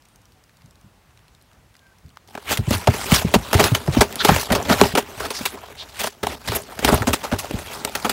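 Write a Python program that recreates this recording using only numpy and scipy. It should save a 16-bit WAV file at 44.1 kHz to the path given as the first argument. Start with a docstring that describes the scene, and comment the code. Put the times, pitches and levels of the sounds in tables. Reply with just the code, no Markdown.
"""Light wind mumbles on the microphone over outdoor hiss, a fin ticks and far birds call: filtered noise,
decaying rings and gliding sines. Then two big fish thrash in a plastic basin close by. Scales slide over
the plastic and wet tails and flanks slap the wall: patchy noise, part of it through the wall's modes.
Bodies thud on the floor (sagging damped sines); later come wet squelches, droplets and short high spits,
each noise in one broad resonance."""
import sys
import numpy as np
from scipy import signal
from scipy.fft import rfft, irfft, next_fast_len
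from scipy.io import wavfile
from scipy.ndimage import uniform_filter1d, map_coordinates

SR = 44100
rng = np.random.default_rng(int(sys.argv[2]) if len(sys.argv) > 2 else 0)


def to_wav(sig):
    """Store sig (one row per channel, or 1-D mono) as 16-bit WAV at the path in sys.argv[1].

    Samples outside -1..1 are clipped; the rate is SR.
    """
    pcm = np.clip(np.atleast_2d(sig), -1, 1) * 32767
    pcm = np.round(pcm).astype(np.int16)
    wavfile.write(sys.argv[1], SR, pcm.T)  # frames by channels


N = 358091  # samples in the scene


def amp(db):
    """Amplitude is ten to the power of level/dB over 20."""
    return 10 ** (np.asarray(db) / 20)


def unit(x):
    """Normalisation by effective value: x scaled to rms 1."""
    return x / np.sqrt(np.mean(x ** 2) + 1e-20)


def wobble(rate):
    """Band-limited fluctuation: a smooth random curve with rate knots a second."""
    knots = rng.standard_normal(int(N * rate / SR) + 4)
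    return map_coordinates(knots, [np.arange(N) * rate / SR])


def filtered(x, response):
    """Linear filtering: the spectrum of x times a complex response of frequency."""
    m = next_fast_len(N + SR // 2)
    spectrum = rfft(x, m) * response(np.fft.rfftfreq(m, 1 / SR))
    return irfft(spectrum, m)[:N]


def colour(points):
    """Spectral envelope: gain interpolated between (f/Hz, level/dB) points on a log frequency axis."""
    f, db = np.transpose(points)
    return lambda hz: amp(np.interp(np.log(hz + 1), np.log(f + 1), db))


def patchy(depth_db, size):
    """Non-stationary noise of rms 1: its short-time spectrum varies in random patches, small and large."""
    z = signal.stft(rng.standard_normal(N), nperseg=size)[2]

    def blur(count):
        over_frequency = uniform_filter1d(rng.standard_normal(z.shape), count, 0)
        return unit(uniform_filter1d(over_frequency, count, 1))

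    field = blur(count=3) + blur(count=12)
    return unit(signal.istft(z * amp(depth_db * field), nperseg=size)[1][:N])


def add(track, s, sound):
    """Superposition: mixes a sound into the track at time s."""
    part = track[round(s * SR):][:len(sound)]
    part += sound[:len(part)]


def air():
    """Turbulence noise: steady outdoor hiss, and a low mumble of wind in lumps with a few stronger puffs."""
    # outdoor background spectrum: f/Hz, relative density level/dB per Hz
    air_spectrum = [(24, -47), (40, 3), (106, -3), (360, -15.5), (906, -15), (15600, -34.5)]
    # wind puffs on the microphone: t/s, level/dB before the puff's own shape
    puff_rows = [(0.641, -37.5), (0.839, -33), (2.042, -28.5)]
    hiss = amp(-55.5) * unit(filtered(patchy(.8, size=512), colour(air_spectrum)))
    wind = amp(-66 + 4 * wobble(12))
    t = np.arange(SR // 8) / SR
    for s, db in puff_rows:
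        add(wind, s, amp(db) * (t / 0.016) * np.exp(-t / 0.012))

    def low_band(f):
        high_pass = (f / 60) ** 2 / (1 + (f / 60) ** 2)
        return high_pass / (1 + (f / 150) ** 4)

    mumble = unit(filtered(rng.standard_normal(N), low_band))
    return hiss + wind * mumble


def fin():
    """Damped oscillation: tiny wet ticks, each with its own pitch, and a fainter random patter."""
    # the clearer ticks: t/s, level/dB, ring f/Hz
    tick_rows = [ (1.753, -45, 2010), (2.1714, -33.5, 1260)]
    count = 45
    faint_s = rng.uniform(0, 2.4, size=count)
    faint_db = rng.normal(-51, 3, size=count)
    faint_hz = 4000 * amp(rng.normal(0, 4, size=count))
    rows = np.vstack([tick_rows, np.column_stack([faint_s, faint_db, faint_hz])])
    out, t = np.zeros(N), np.arange(300) / SR
    for (s, db, hz), draw in zip(rows, rng.standard_normal((len(rows), len(t)))):
        b, a = signal.iirpeak(min(hz, SR / 4), .9, SR)
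        ring = np.sin(2 * np.pi * hz * t) + unit(signal.lfilter(b, a, draw))
        add(out, s, amp(db - 60 * t / 0.013) * ring)  # decays at 60 dB per 13 ms
    return out


def bird():
    """Frequency glide: thin far whistles and hoots are sines of moving pitch, their level flickering."""
    # calls: start t/s, end t/s, start f/Hz, end f/Hz
    chirp_rows = [(0.078, .158, 9600, 8400), (0.335, 0.41, 763, 740), (1.771, 1.965, 1630, 1520)]
    out = np.zeros(N)
    for start, end, from_hz, to_hz in chirp_rows:
        hz = np.linspace(from_hz, to_hz, round((end - start) * SR))
        whistle = np.sin(2 * np.pi * np.cumsum(hz) / SR)
        level = amp(-61.0 - hz / 2000)  # higher notes are fainter
        add(out, start, level * np.hanning(len(hz)) ** 0.36 * whistle)
    return out * amp(5.5 * wobble(90))


def wall(f):
    """Modal superposition: the damped resonances of the plastic wall, summed with alternating sign."""
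    # basin wall modes: f/Hz, width/Hz, level/dB
    modes = [(234, 92, -3), (412.3, 37.8, 2), (592, 181, -2.5), (893, 280, -2.5), (1314, 610, -8.5)]
    total = 0
    for k, (centre, width, db) in enumerate(modes):
        resonance = 1j * f * width / (centre * centre - f * f + 1j * f * width)
        total = total + (-1) ** k * amp(db) * resonance
    return total


def rocking():
    """Mass-spring resonance: low noise in the broad resonance of the basin on the soil, rms 1."""
    return unit(filtered(rng.standard_normal(N),
                         lambda f: (1j * f * 70 / (75 ** 2 - f * f + 1j * f * 70)) ** 2))


def contact(force, knock, patch_db):
    """Forced vibration: wet skin smacks plastic with gritty treble, and a knock drives the wall's modes."""
    # smack spectrum: f/Hz, relative density level/dB per Hz
    wet_spectrum = [(530, -17.5), (900, -7), (2760, -5.5), (15600, -16)]
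    grit = amp(1.92 * wobble(500))
    smack = unit(filtered(patchy(patch_db, size=256) * grit, colour(wet_spectrum)))
    dull = filtered(smack, lambda f: 1 / (1 + (f / 5000) ** 4))
    sizzle = smack - dull
    light = (force / (force + knock + 1e-9)) ** 0.81  # heavy, fleshy contacts lose their sizzle
    jolts = unit(patchy(patch_db, size=512) * grit ** 2)  # sparse jolts leave the wall free to ring
    ringing = filtered(jolts * knock, wall) / np.std(filtered(jolts, wall))
    return (dull + 1.38 * light * sizzle) * force + ringing


def blobs(count):
    """Bubble resonance: air pockets in the slime pop as short rings of scattered, rising pitch; rms 1."""
    starts = rng.uniform(0, N, count).astype(int)
    pitch, size = rng.standard_normal((2, count, 1))
    samples = np.arange(400)
    cycles = 2200 * amp(7 * pitch) * samples / SR
    ring = amp(5.6 * size - 5.9 * cycles) * np.sin(2 * np.pi * cycles * (1 + 0.034 * cycles))
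    places = (starts[:, None] + samples).ravel()
    return unit(np.bincount(places, ring.ravel(), minlength=N)[:N])


def slide():
    """Stick-slip friction: scales scrape in uneven slips with wet pops; strokes swell, hold and fade."""
    # scales dragged over plastic: full from t/s, held t/s, hiss level/dB, wall rumble level/dB re the hiss
    stroke_rows = [(2.522, 0.0085, -19.5, -4.5), (2.734, 0.013, -22, -5.5), (2.917, 0.15, -34, -4),
                   (3.143, 0.029, -18, -9.5), (3.591, 0.074, -20.5, 0), (3.95, 0.044, -31, 2.5),
                   (4.27, 0.1, -23, -3), (4.41, 0.0079, -32.5, -41), (4.52, 0.077, -40.5, 13),
                   (4.707, 0.016, -23, 6.5), (4.789, 0.08, -27, -1.5), (5.198, 0.061, -36, 1),
                   (5.33, 0.17, -38.5, -43), (5.992, 0.073, -30.5, -11.5), (6.283, 0.049, -36, 0),
                   (6.488, 0.077, -29, 1), (6.846, .13, -28.5, 2), (7.585, 0.0073, -46.5, 8),
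                   (7.73, 0.014, -43.5, -31)]
    # small squirming between strokes: t/s, hiss level/dB
    restless = [(2.28, -56), (2.85, -39), (3.25, -36.5), (5.1, -42), (5.9, -48), (6.2, -58), (6.73, -43.5),
                (7.2, -40.5), (8.12, -37.5)]
    rise_db_per_s, fall_db_per_s = 402, 399
    restless_rumble_db = 0.5  # re its hiss
    t = np.arange(N) / SR
    push = amp(np.interp(t, *np.transpose(restless), left=-120))
    load = amp(restless_rumble_db) * push
    for s, held, db, rumble_db in stroke_rows:
        before, after = np.maximum(s - t, 0), np.maximum(t - s - held, 0)
        away_db = rise_db_per_s * before + fall_db_per_s * after
        push = push + amp(db - away_db)
        load = load + amp(db + rumble_db - away_db)
    slips = amp(2.0 * wobble(110))
    hiss, rumble = push * slips, load * slips
    shake = amp(-6.5) * uniform_filter1d(rumble, size=800) * rocking()
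    pops = amp(-12.0) * push * blobs(count=2500)
    return contact(hiss, rumble, patch_db=2.5) + pops + shake


def slaps():
    """Impact excitation: a crack at first touch, a rise (slower for long slaps), a fall as skin peels off."""
    # slaps on the wall: t/s, smack level/dB, time to fall 7 dB/ms, wall knock level/dB re the smack
    slap_rows = [(2.351, -28.5, 2.65, 11.5), (2.375, -42, 3.9, 17.5), (2.513, -20.5, 6.6, 6),
                 (2.573, -12.5, 3, -6), (2.707, -15.5, 3.7, -0.5), (2.872, -12.5, 5.6, 9.5),
                 (3.118, -10.5, 7, 0.5), (3.216, -25.5, 3.3, 9.5), (3.339, -6, 8, 3), (3.53, -10.5, 4, 1),
                 (3.541, -10.5, 6.5, 4), (3.579, -23.5, 9.4, 10), (3.596, -8, 6, 5.5),
                 (3.640, -7, 3.4, -10), (3.654, -20, 5.8, 8), (3.748, -10, 6.3, -1.5),
                 (3.876, -34.5, 4.2, 18), (4.007, -3.5, 9.1, 3), (4.126, -23, 1.6, -3),
                 (4.157, -19, 1, -32), (4.247, -5, 6.7, 0), (4.287, -21.5, 8.8, 19.5),
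                 (4.502, -25.5, 5.6, 15), (4.519, -11, 9.5, 2), (4.55, -12, 7.3, 1.5),
                 (4.6, -28.5, 4.3, 11.5), (4.695, -24, 14.6, 22.5), (4.813, -4.5, 3.7, 5),
                 (4.834, -21.5, 8, 16), (4.951, -13.5, 6, 5), (4.972, -10, 9.9, 3), (5.198, -21.5, 8.9, 0),
                 (5.249, -20.5, 10, 2), (5.304, -21, 6.5, -1), (5.454, -10.5, 6.5, -8.5),
                 (5.99, -16, 13.3, -10), (6.034, -17, 8.9, 3), (6.071, -20, 4.5, -5),
                 (6.229, -19, 8.3, 8.5), (6.268, -19.5, 4, 3.5), (6.475, -21.5, 4.6, 1.5),
                 (6.518, -21, 4.6, 4.5), (6.791, -21, 4.4, 2), (6.846, -9, 6.9, -3.5),
                 (6.876, -23.5, 11, 21), (6.925, -22, 10, 16.5), (6.962, -41, 4, -13),
                 (7.019, -29, 7.4, 16.5), (7.069, -13, 13, 3), (7.130, -9, 8.5, -2),
                 (7.231, -20, 13.4, 6.5), (7.314, -22, 13.6, 11), (7.384, -18, 11.8, -29),
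                 (7.51, -23.5, 2.8, 6), (7.849, -9, 1.8, -1.5), (7.951, -14, 4.8, -3),
                 (8.046, -15, 9.6, 7.5), (8.094, -13, 8.1, -1)]
    force, knock = np.zeros(N), np.zeros(N)
    ms = np.arange(0, 120, 1000 / SR)
    for s, db, fall_ms, knock_db in slap_rows:
        rise_ms = 0.0033 * fall_ms ** 3
        body = (1 - np.exp(-ms / rise_ms)) * amp(-7 * ms / fall_ms)
        crack = 2.0 / fall_ms * np.exp(-ms / 0.11)
        add(force, s, amp(db) * (body + crack))
        add(knock, s, amp(db + knock_db) * (body + crack))
    return contact(force, knock, patch_db=2.0)


def thuds():
    """Loaded-plate oscillation: the floor bounces, its pitch sagging as the weight settles; the wall
    rings and the basin rocks on the ground."""
    # bodies landing: t/s, relative level/dB, nominal f/Hz of the loaded floor
    thud_rows = [(2.59, -7.5, 104), (2.677, -8.5, 133), (2.709, -6, 218), (2.739, -14, 90),
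                 (2.885, -2, 108), (3.122, -1.5, 168), (3.248, -5.5, 159), (3.358, -3.5, 195),
                 (3.551, -4, 101), (3.616, -11, 139), (3.718, -5.5, 122), (3.883, -4.5, 144),
                 (3.97, 0.5, 231), (4.289, -0.5, 175), (4.317, -4.5, 155), (4.513, -7, 176),
                 (4.709, -3, 187), (4.827, -6.5, 178), (4.938, -15, 151), (5.409, -19.5, 224),
                 (6.23, -19, 326), (6.495, -16.5, 100), (6.849, -8, 230), (6.925, 0, 205),
                 (7.009, -13, 106), (7.078, -7, 220), (7.327, -10.5, 219), (7.509, -16, 280),
                 (7.539, -14, 203)]
    floor, blows, jolts = np.zeros(N), np.zeros(N), np.zeros(N)
    t = np.arange(SR // 5) / SR
    draws = rng.standard_normal((len(thud_rows), 2))
    for (s, db, hz), (sign, bend) in zip(thud_rows, draws):
        # pitch sags from 1.161 to 0.841 times nominal
        cycles = hz * (0.841 * t + 0.0064 * (1 - np.exp(-t / 0.02)))
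        overtone = 0.22 * np.sin(2 * np.pi * 2.237 * cycles + bend)
        swing = np.sin(2 * np.pi * cycles) + overtone
        envelope = amp(db + 8.5 - 9.06 * cycles) * (1 - np.exp(-cycles / 0.94))
        add(floor, s, np.sign(sign) * envelope * swing)
        add(jolts, s, amp(db - 5.5) * np.hanning(SR // 700))
        add(blows, s, amp(db - 8.0 - 60 * t / 0.18) * (1 - np.exp(-t / 0.0058)))
    uneven = amp(1.5 * wobble(60))
    return floor * uneven + blows * rocking() + filtered(jolts, wall)


def squelch():
    """Resonant filtering: wet squelches, droplets and short high spits, noise in one broad resonance each."""
    # wet squelches, droplets and short high spits: t/s, length/ms, f/Hz, level/dB
    squelch_rows = [(4.18, 59, 3720, -21.5), (4.193, 45, 1480, -23.5), (4.626, 5, 6440, -28),
                    (5.32, 94, 5200, -31), (5.56, 40, 1100, -38), (5.628, 24, 820, -33),
                    (5.761, 95, 3740, -34.5), (6.542, 37, 11700, -21.5), (6.613, 16, 8900, -39),
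                    (6.92, 8.2, 8000, -26), (6.942, 8.6, 11000, -18)]
    out = np.zeros(N)
    draws = rng.standard_normal((len(squelch_rows), SR // 10))
    for (s, ms, hz, db), draw in zip(squelch_rows, draws):
        swell = np.hanning(round(ms * SR / 1000)) ** 0.89
        b, a = signal.iirpeak(hz, 2.2, SR)
        hiss = unit(signal.lfilter(b, a, signal.lfilter(b, a, draw)))
        add(out, s, amp(db) * swell * hiss[:len(swell)])
    return out


def scene():
    """Superposition of all sources in one channel."""
    return (air() + fin() + bird() + slide() + slaps() + thuds() + squelch())[None]


def record(dry):
    """Saturation and band limiting: the input stage rounds off the loudest peaks and trims both ends
    of the spectrum."""
    top_hz, bass_corner_hz = 15750, 35
    soft = dry[0] / (1 + np.abs(dry[0] / .9) ** 4) ** (1 / 4)
    return filtered(soft, lambda hz: (hz < top_hz) * hz ** 2 / (hz ** 2 + bass_corner_hz ** 2))[None]


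dry = scene()
out = record(dry)
to_wav(out)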